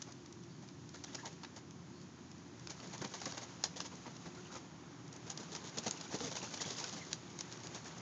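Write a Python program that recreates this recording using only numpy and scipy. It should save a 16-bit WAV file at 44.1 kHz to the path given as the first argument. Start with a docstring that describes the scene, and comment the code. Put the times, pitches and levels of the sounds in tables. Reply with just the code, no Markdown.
"""An outdoor aviary: pigeons flap and bathe at a tub a few metres away.
Wingbeats are noise bursts that swish, rustle and push air; wings slapped into the water throw spray and plop.
Wing tips snap in short bursts, feathers whistle, and the coop wall answers with an echo and a scattered tail.
Stirred water is grainy noise with ringing bubbles and ticking drops.
Behind it overlapping coos blend into a steady low drone, and far off a small bird chirps twice."""
import sys
import numpy as np
from scipy import signal
from scipy.fft import rfft, irfft, next_fast_len
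from scipy.io import wavfile
from scipy.ndimage import uniform_filter1d, map_coordinates

SR = 44100
rng = np.random.default_rng(int(sys.argv[2]) if len(sys.argv) > 2 else 0)


def put_to_file(sound):
    """Save the sound as 16-bit audio at rate SR, in the file named by the first command-line argument."""
    columns = np.atleast_2d(sound).T  # one column per channel
    safe = np.clip(columns, -1, 1)
    whole_steps = np.round(safe * 32767)
    wavfile.write(sys.argv[1], SR, whole_steps.astype(np.int16))


N = 353241  # length in samples
TOP_HZ = 9150  # nothing sounds above this


def amp(db):
    """Decibels to gain."""
    return 10 ** (np.asarray(db) / 20)


def unit(x):
    """Scale to rms 1."""
    return x / np.sqrt(np.mean(x ** 2) + 1e-20)


def curves(rows):
    """One value per sample for each column after the time."""
    seconds, *columns = np.transpose(rows)
    return [np.interp(np.arange(N) / SR, seconds, column) for column in columns]


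def wobble(rate):
    """A smooth random curve with rate knots a second."""
    knots = rng.standard_normal(int(N * rate / SR) + 4)
    return map_coordinates(knots, [np.arange(N) * rate / SR])


def filtered(x, response):
    """Multiply the spectrum of x by a response of frequency."""
    size = next_fast_len(N + SR // 2)
    hz = np.fft.rfftfreq(size, 1 / SR)
    return irfft(rfft(x, size) * response(hz), size)[:N]


def coloured(x, points):
    """Shape x with a spectrum of (Hz, dB) points on a log frequency axis."""
    point_hz, db = np.transpose(points)
    return filtered(x, lambda hz: amp(np.interp(np.log(hz + 1), np.log(point_hz), db)))


def shaped(source, envelope, points):
    """A steady source under an envelope, then coloured; the envelope gives its rms."""
    return coloured(source * envelope, points) / np.std(coloured(source, points))


def band(x, low_hz, high_hz):
    """A gentle, causal band-pass, scaled to unit energy."""
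    b, a = signal.butter(1, [low_hz, min(high_hz, .45 * SR)], "bandpass", fs=SR)
    y = signal.lfilter(b, a, x)
    return y / np.linalg.norm(y)


def noise():
    """White noise."""
    return rng.standard_normal(N)


def grains(rate, spread_db, smooth):
    """Tiny ticks of scattered size, rate a second at random moments, over a share of smooth noise."""
    hits = rng.random(N) < rate / SR
    sizes = amp(spread_db * np.clip(noise(), -2, 2))
    return unit(hits * np.sign(noise()) * sizes) + smooth * noise()


def swell(s, half, lopsided=0.6):
    """A narrow early bump, a dip, then a sudden jump at s and a slower fall: (start s, shape)."""
    first = max(int((s - 4 * half) * SR), 0)
    t = np.arange(first, int((s + 5 * half) * SR)) / SR
    width = half * (1 + lopsided * np.sign(t - s))
    return t[0], np.exp(-.5 * ((t - s + lopsided * half) / width) ** 2)


def add(track, s, sound):
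    """Mix a sound into the track at s seconds."""
    part = track[max(round(s * SR), 0):][:len(sound)]
    part += sound[:len(part)]


# The pitches the low hum swells around. Each row: centre in Hz, width in Hz, level in dB rms.
HUM_BANDS = [(89.5, 24, -70.5), (120.7, 9.8, -66.5), (157.2, 21, -67.5), (179.4, 17, -66),
             (283.7, 5.5, -69.5), (347.6, 34, -69)]


def drone():
    """A distant low hum: noise through narrow resonances, so that each band wavers."""
    hum = np.zeros(N)
    for hz, width, db in HUM_BANDS:
        resonance = filtered(noise(), lambda f: 1 / (1 + (2 * (f - hz) / width) ** 4))
        hum += amp(db) * unit(resonance)
    return hum


# Colour of the blended flock. Each row: frequency in Hz, relative level in dB.
CHORUS_COLOUR = [(30, -58), (50, -35.5), (70, -21.5), (87, -11.5), (100, -6), (120, -1.5), (160, -0.5),
                 (215, -5), (285, -3), (325, -7), (360, -3.5), (420, -16), (520, -31.5), (900, -69.5)]


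def cooing(count=160, low_hz=150, high_hz=350, length=0.3666, arch=0.1232, flutter=.06, throb=.6,
           coo_db=-5, flock_db=-56):
    """Many overlapping, throbbing tones arch in pitch; noise of the same colour blurs them with distance."""
    coos = np.zeros(N)
    quiver = wobble(90)
    for turn, (when, voice, stretch, trill) in enumerate(rng.random((count, 4))):
        t = np.arange(int(length * (.5 + stretch) * SR)) / SR
        arc = np.sin(np.pi * t / t[-1])
        # every coo takes its own stretch of the quiver
        bend = arch * (arc - .5) + flutter * np.roll(quiver, int(trill * N))[:len(t)]
        hz = low_hz * (high_hz / low_hz) ** voice * (1 + bend)
        pulsing = 1 + throb * np.sin(2 * np.pi * (20 + 18 * trill) * t)
        tone = np.sin(2 * np.pi * np.cumsum(hz) / SR)
        add(coos, (turn + when) / count * N / SR, arc * pulsing * tone)
    blur = unit(coloured(noise(), CHORUS_COLOUR))
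    chorus = amp(coo_db) * unit(coloured(coos, CHORUS_COLOUR)) + blur
    return amp(flock_db) * unit(chorus)


# A small bird far away. Each row: moment in seconds, pitch in Hz, level in dB, half length in seconds.
BIRD_CHIRPS = [(0.54, 4500, -70, .035), (1.973, 4470, -70, .035)]


def far_bird(width_hz=700):
    """Distance smears each chirp into a soft, narrow hiss."""
    out = np.zeros(N)
    for s, hz, db, half in BIRD_CHIRPS:
        start, pulse = swell(s, half)
        low_hz, high_hz = hz - width_hz / 2, hz + width_hz / 2
        smear = band(band(rng.standard_normal(len(pulse)), low_hz, high_hz), low_hz, high_hz)
        add(out, start, amp(db) * pulse * unit(smear))
    return out


# Stirring in the tub. Each row: moment in seconds, base sloshing level in dB, base patter level in dB.
TUB_STIR = [(0.0, -62.5, -63), (0.31, -64.5, -66), (0.94, -64.5, -64.5), (1.11, -60, -59), (1.61, -64, -66),
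            (2.54, -62, -64.5), (2.92, -59, -58.5), (3.26, -58.5, -55.5), (3.43, -58, -60.5),
            (3.9, -61, -60), (4.48, -59.5, -61.5), (4.75, -61, -65), (5.06, -60.5, -64.5),
            (5.42, -57.5, -60.5), (6.4, -56, -53.5), (6.85, -55, -50), (7.16, -58.5, -60.5),
            (8.01, -56, -58)]
# Colour of sloshing water. Each row: frequency in Hz, relative level in dB.
SLOSH_COLOUR = [(150, -29), (400, -1.5), (600, -4), (950, -2.5), (1400, -6), (2200, -10.5), (3500, -16),
                (7000, -22.5)]
# Colour of drops, feet, feathers and spray. Each row: frequency in Hz, relative level in dB.
PATTER_COLOUR = [(900, -20.5), (2000, -15), (3200, -2), (5000, -0.5), (6800, 4), (9000, -7.5)]


def stirring():
    """Water sloshes, drops and feet patter over the hiss of the yard: grainy noise that follows the stir."""
    slosh, patter = curves(TUB_STIR)
    bustle = wobble(45)
    # quiet moments are smooth hiss; busy ones break up into single drops
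    busy = (patter - patter.min()) / np.ptp(patter)
    slosh_level = amp(slosh + 1.9 * busy * bustle)
    water = shaped(grains(rate=900, spread_db=-0.5, smooth=1.17), slosh_level, SLOSH_COLOUR)
    drops = unit(noise() + 0.53 * np.sqrt(busy) * grains(rate=700, spread_db=8.5, smooth=0))
    return water + shaped(drops, amp(patter + 2.8 * busy * bustle), PATTER_COLOUR)


def extra_stir():
    """How far the patter gain rises above its calmest moment."""
    stir = amp(curves(TUB_STIR)[1])
    return stir - stir.min()


def busy_moments(count):
    """Random moments, more of them the harder the water is stirred: (s, patter dB there)."""
    patter = curves(TUB_STIR)[1]
    chance = np.cumsum(amp(patter))
    targets = chance[-1] * (np.arange(count) + rng.random(count)) / count
    at = np.searchsorted(chance, targets)
    return zip(at / SR, patter[at])


def bubbles(count=1300, middle_hz=2400, spread=.5, cycles=7, rise=0.13, size_db=7.5, level_db=-6):
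    """Drops fall back into the tub and leave small bubbles whose pitch rises as they fade."""
    out = np.zeros(N)
    t = np.arange(SR // 30) / SR
    pitches, sizes = np.clip(rng.standard_normal((count, 2)).T, -2, 2)
    for when, pitch, size in zip(rng.random(count), pitches, sizes):
        hz = middle_hz * np.exp(spread * pitch)
        age = hz * t / cycles
        tone = np.sin(2 * np.pi * hz * t * (1 + rise * np.tanh(age / 2) / 2))
        ring = (1 - np.exp(-6 * age)) * np.exp(-age) * tone
        add(out, when * N / SR, amp(size_db * size) * np.sqrt(hz) * ring)
    # only water that is being stirred makes them
    return amp(level_db) * extra_stir() * unit(out)


# Colour of the drop ticks. Each row: frequency in Hz, relative level in dB.
TICK_COLOUR = [(500, -20), (1200, -3), (2500, -3), (4500, 0), (7000, 0.5), (9000, -11.5)]


def droplets(level_db=-7):
    """Flung drops tick sharply on the water and the tub while it is stirred."""
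    ticks = grains(rate=230, spread_db=3, smooth=0)
    return shaped(ticks, amp(level_db) * extra_stir(), TICK_COLOUR)


SPLASH_HALF_S = 0.009  # half length of a splash
# Wings slapped into the water. Each row: moment in seconds, spray level in dB,
# depth from 0 (skims the surface) to 1 (plunges).
WATER_SLAPS = [(3.651, -43, .2), (3.771, -46, .05), (3.811, -47, .4), (3.857, -47, 0.12), (5.16, -61, 1),
               (5.275, -54, 0.96), (5.307, -46.5, .05), (5.407, -51, 1), (5.438, -54.5, 0), (5.528, -48, 1),
               (5.56, -45.5, .1), (5.65, -51, 0.98), (5.681, -52, 0), (5.783, -41.5, 0.66),
               (5.842, -47, 0.55), (5.872, -37.5, .75), (6.012, -54.5, .1), (6.045, -53, 0.49),
               (6.123, -47, 0.5), (6.15, -42.5, 0.97), (6.216, -46, 1), (6.247, -44, 0.82),
               (6.277, -45, 0.91), (6.322, -44.5, 0.84), (6.362, -42.5, .5), (6.437, -49, .85),
               (6.545, -51.5, 0.67), (6.616, -43.5, 0.29), (6.67, -47.5, 0.98), (6.712, -47.5, 0.93),
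               (6.851, -46, .25), (6.945, -50, 0.87), (6.974, -47, .3), (7.121, -50, .2), (7.408, -56, .2),
               (7.523, -52, 0.5), (7.641, -52, 0.4), (7.756, -47, .65), (7.865, -47.5, 0.57)]


def plops(hz=440, spread=.1, ring_s=0.011, rise=.12, plunge_db=30):
    """A plunging wing traps a pocket of air that rings low, briefly, and rises in pitch."""
    out = np.zeros(N)
    t = np.arange(SR // 12) / SR
    age = t / ring_s
    for (s, db, depth), chance in zip(WATER_SLAPS, rng.uniform(-1, 1, len(WATER_SLAPS))):
        pitch = hz * (1 + spread * chance) * (1 + rise * np.tanh(age / 2))
        tone = np.sin(2 * np.pi * np.cumsum(pitch) / SR)
        ring = (1 - np.exp(-4 * age)) * np.exp(-age) * tone
        # shallow slaps hardly plop
        add(out, s - SPLASH_HALF_S, 2 * amp(db - plunge_db * (1 - depth)) * ring)
    return out


# Air sings in the flight feathers. Each row: moment in seconds, pitch in Hz, base level in dB,
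# glide in octaves per second.
FEATHER_WHISTLES = [(.954, 1500, -56, 12), (1.085, 1700, -61, 10), (1.195, 1650, -56.5, 6.5),
                    (1.244, 940, -48, -5.5), (3.922, 1020, -56, -1.5), (4.066, 950, -51.5, .5),
                    (4.07, 2100, -58, -1), (4.383, 1400, -60.5, 2), (4.463, 2750, -62.5, 0),
                    (4.513, 1400, -57, 3.5), (4.558, 1204, -52, -.5), (7.023, 2046, -55, -3.5)]


def wing_whistles(half_s=0.01, waver=0.057, breathy=0.71, level_db=-2):
    """Short, unsteady, airy tones from the flight feathers: gliding sines with random pitch and level."""
    out = np.zeros(N)
    drift = wobble(600)
    for s, hz, db, glide in FEATHER_WHISTLES:
        start, pulse = swell(s, half_s)
        t = start - s + np.arange(len(pulse)) / SR
        pitch = hz * 2 ** (glide * t) * (1 + waver * drift[round(start * SR):][:len(pulse)])
        tone = np.sin(2 * np.pi * np.cumsum(pitch) / SR)
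        add(out, start, np.sqrt(2) * amp(db + level_db) * pulse * tone)
    return out * (1 + breathy * wobble(700))


# The sharpest snaps of wing tips and water. Each row: start in seconds, crack level in dB before
# longer snaps gain weight, length in seconds, brightness from 0 to 1.
SHARP_SNAPS = [(.0187, -42.5, 0.0073, 0.91), (.121, -50, 0.0042, 0.87), (.2595, -53, 0.003, 0.64),
               (.3255, -49, 0.0027, 1), (.687, -52, 0.0027, 0.72), (.8915, -49, .0015, 0.8),
               (1.039, -47, 0.0086, 0.64), (1.1462, -42.5, .01, 0.72), (1.2575, -46, 0.0026, .65),
               (1.4337, -51, 0.0063, 0.37), (1.447, -49.5, 0.0039, 0.3), (1.7086, -51.5, .0018, 0.86),
               (2.315, -50.5, 0.0017, 0.84), (2.672, -39.5, 0.0012, 0.6), (2.705, -42.5, 0.0018, 0.8),
               (2.801, -50.5, 0.0027, 0.54), (2.979, -46, 0.0019, 0.9), (3.0165, -49, 0.0066, 0.86),
               (3.0465, -43.5, 0.0044, .45), (3.138, -46.5, 0.0043, 0.32), (3.215, -47, .007, 0.47),
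               (3.256, -38.5, 0.0053, 0.67), (3.322, -41.5, 0.0023, 0.58), (3.378, -42, 0.0036, 0.56),
               (3.6382, -28, 0.0038, 0.75), (3.804, -34, 0.0016, 0.55), (5.1264, -48.8, .0042, 1),
               (5.1638, -44.5, .0014, 1), (5.3015, -34.5, 0.0025, 1), (5.3748, -41, 0.0027, 0.81),
               (5.55, -42, 0.0021, 0.64), (5.784, -31.5, 0.0024, 1), (5.88, -34, 0.0011, 0.7),
               (5.91, -26.5, 0.0011, 1), (6.0107, -42, 0.0034, 0.7), (6.204, -46.5, .003, 0.25),
               (6.2588, -39, 0.00078, 1), (6.367, -42, 0.0059, .75), (6.539, -42.5, .0046, 0.63),
               (6.618, -38.5, 0.0048, 0.83), (6.7036, -45, 0.0041, .65), (6.841, -36.5, 0.0029, 0.83),
               (7.1303, -26, 0.00058, 0.86), (7.3895, -38.5, 0.0026, 0.97), (7.407, -37.5, 0.0041, 0.82),
               (7.5243, -41.5, 0.0013, 0.8), (7.6706, -39, .0011, 0.8)]


def snaps(tick_db=6, tick_spread_db=2, tick_length=0.0044, tick_brightness=0.82, count=50):
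    """The sharp snaps, and small ticks wherever the birds are busy: (s, dB, length s, brightness)."""
    ticks = []
    for (s, db), size in zip(busy_moments(count), rng.uniform(-0.91, 1, count)):
        ticks.append((s, db + tick_db + tick_spread_db * size, tick_length, tick_brightness))
    return SHARP_SNAPS + ticks


def wing_snaps(body_db=-1.0, dull_hz=3700, bright_hz=6800, width=1.27, body_low_hz=420, body_high_hz=2800,
               slap_db=3, slap_bright_db=-25.5, pocket_db=-8, pocket_hz=780, pocket_width=1.32,
               attack=.0001, release=0.0014):
    """Stiff feathers strike one after another within a few milliseconds; light contacts ring brighter."""
    crack, body = np.zeros((2, N))
    t = np.arange(SR // 30) / SR
    quills = filtered(grains(rate=7000, spread_db=3, smooth=0.63), lambda hz: hz < TOP_HZ)
    for s, high, length, brightness in snaps():
        burst = (1 - np.exp(-t / attack)) * np.exp(-np.maximum(t - 0.96 * length, 0) / release)
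        tips = burst * quills.take(round(s * SR) + np.arange(len(t)), mode="wrap")
        hz = dull_hz * (bright_hz / dull_hz) ** brightness
        size = np.sqrt(max(length, .001) * SR)
        add(crack, s, size * amp(high) * band(tips, hz / width, hz * width))
        # the broad vane behind the tips gives a duller slap, weaker as the snap brightens
        low = high + slap_db + slap_bright_db * brightness ** 2
        vane = band(burst * rng.standard_normal(len(t)), body_low_hz, body_high_hz)
        add(body, s, size * amp(low + body_db) * band(vane, body_low_hz, body_high_hz))
        # the air pocket that the wing closes on pops hollowly
        pop = band(vane, pocket_hz / pocket_width, pocket_hz * pocket_width)
        add(body, s, size * amp(low + pocket_db) * pop)
    return crack + body


# Wingbeats in the air. Each row: moment in seconds, swish level in dB,
# depth from 0 (a flick of the tips) to 1 (the whole wing).
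AIR_BEATS = [(.085, -58, 1), (.634, -58.5, 0.65), (0.951, -55, 0.13), (1.146, -56.5, 0.39),
             (1.264, -50, 0.095), (1.574, -54.5, 0.054), (2.707, -50.5, 0.18), (2.84, -53.5, 0.32),
             (2.944, -48, 0.67), (3.022, -43, 0.79), (3.051, -47, .8), (3.151, -47, .4), (3.228, -53.5, .3),
             (3.272, -44, 0.86), (3.345, -53, 0.33), (3.381, -47.5, .45), (3.43, -52, 0.12),
             (3.928, -54, 0.97), (4.075, -51, 1), (4.267, -50.5, .95), (4.535, -54, .1),
             (4.563, -49.5, 0.48)]


def wingbeats(usual_half_s=0.0099, rustle_db=3.5, rustle_depth_db=-12, push_db=-14.5, push_depth_db=17,
              twice_as_fast_db=20.5):
    """Deep beats push more and rustle less, strong ones are quicker: (s, swish, rustle, push dB, half s)."""
    usual_db = np.mean(AIR_BEATS, axis=0)[1]
    beats = []
    for s, db, depth in AIR_BEATS:
        rustle = db + rustle_db + rustle_depth_db * depth
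        push = db + push_db + push_depth_db * depth
        # a beat twice_as_fast_db stronger takes half the time
        half = usual_half_s * 2 ** ((usual_db - db) / twice_as_fast_db)
        beats.append((s, db, rustle, push, half))
    return beats


def water_strokes(swish_db=-4.5, thump_db=-19.5, plunge_db=20.5, ruffle_db=-2, ruffle_depth=0.55, count=40):
    """Splashes, and light ruffles at random moments, more often where the water is stirred harder.

    Deeper ones thump more: (s, swish dB, spray dB, push dB, half length s)."""
    ruffles = [(s, db + ruffle_db, ruffle_depth) for s, db in busy_moments(count)]
    return [(s, db + swish_db, db, db + thump_db + plunge_db * depth, SPLASH_HALF_S)
            for s, db, depth in WATER_SLAPS + ruffles]


# Colour of the air swish. Each row: frequency in Hz, relative level in dB.
SWISH_COLOUR = [(200, -13.5), (450, 0.5), (700, 1.5), (900, 2), (1300, -5.5), (2100, -6), (3200, -15.5),
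                (7000, -16.5)]
# Colour of the shoved air. Each row: frequency in Hz, relative level in dB.
PUSH_COLOUR = [(30, -41), (70, -21.5), (130, -5.5), (220, -1), (400, -7.5), (600, -13.5), (1200, -37)]


def wing_strokes():
    """Every stroke swishes, rustles with feathers and spray, and shoves a little air."""
    air, feathers, push = np.zeros((3, N))
    for s, swish, rustle, shove, half in wingbeats() + water_strokes():
        start, pulse = swell(s, half)
        add(air, start, amp(swish) * pulse)
        add(feathers, start, amp(rustle) * pulse)
        add(push, start, amp(shove) * pulse)
    spray = grains(rate=1300, spread_db=4.0, smooth=0.35)
    rustling = shaped(spray, feathers, PATTER_COLOUR)
    return shaped(noise(), air, SWISH_COLOUR) + rustling + shaped(noise(), push, PUSH_COLOUR)


def patchy(x, depth_db):
    """Every moment gets its own colour, as wings and water change shape."""
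    spectrum = signal.stft(x, nperseg=512)[2]
    field = rng.standard_normal(spectrum.shape)
    for axis in (0, 1):
        field = uniform_filter1d(field, 5, axis)
    gain = amp(depth_db * np.clip(unit(field), -2, 2))
    return signal.istft(spectrum * unit(gain), nperseg=512)[1][:N]


def aviary(x, wall_delay=0.0098, wall_db=-21, scatter_db=-12, t60=0.16, count=40):
    """The coop wall returns one echo; ground, tub and fence scatter a short diffuse tail.

    The tail is drawn anew for each of count equal pieces."""
    t = np.arange(SR // 4) / SR
    scatter = np.zeros(N)
    start = 0
    for piece in np.array_split(x, count):
        tail = rng.standard_normal(len(t)) * amp(-60 * t / t60) * (1 - np.exp(-t / 0.0014))
        add(scatter, start / SR, signal.fftconvolve(piece, tail / np.linalg.norm(tail)))
        start += len(piece)
    echo = filtered(x, lambda hz: np.exp(-2j * np.pi * hz * wall_delay))
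    return x + amp(wall_db) * echo + amp(scatter_db) * scatter


def scene():
    """Life behind, stirred water with fizz and drips, and wings near the tub."""
    background = drone() + cooing() + far_bird()
    drips = bubbles(count=450, middle_hz=3237, spread=.33, cycles=12, rise=0.091, size_db=1.5, level_db=-13)
    water = stirring() + bubbles() + drips + droplets() + plops()
    wings = aviary(patchy(wing_strokes(), depth_db=1.4) + wing_snaps() + wing_whistles())
    return (background + water + wings)[None]


# Response of the microphone. Each row: frequency in Hz, gain in dB.
MICROPHONE_RESPONSE = [(25, -14.5), (55, 0), (6800, 1), (7200, -5.5), (7600, -16.5), (8000, -25),
                       (8600, -25.5), (9000, -32)]


def record(dry):
    """A small microphone whose treble falls away steeply."""
    return filtered(coloured(dry[0], MICROPHONE_RESPONSE), lambda hz: hz < TOP_HZ)[None]


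dry = scene()
out = record(dry)
put_to_file(out)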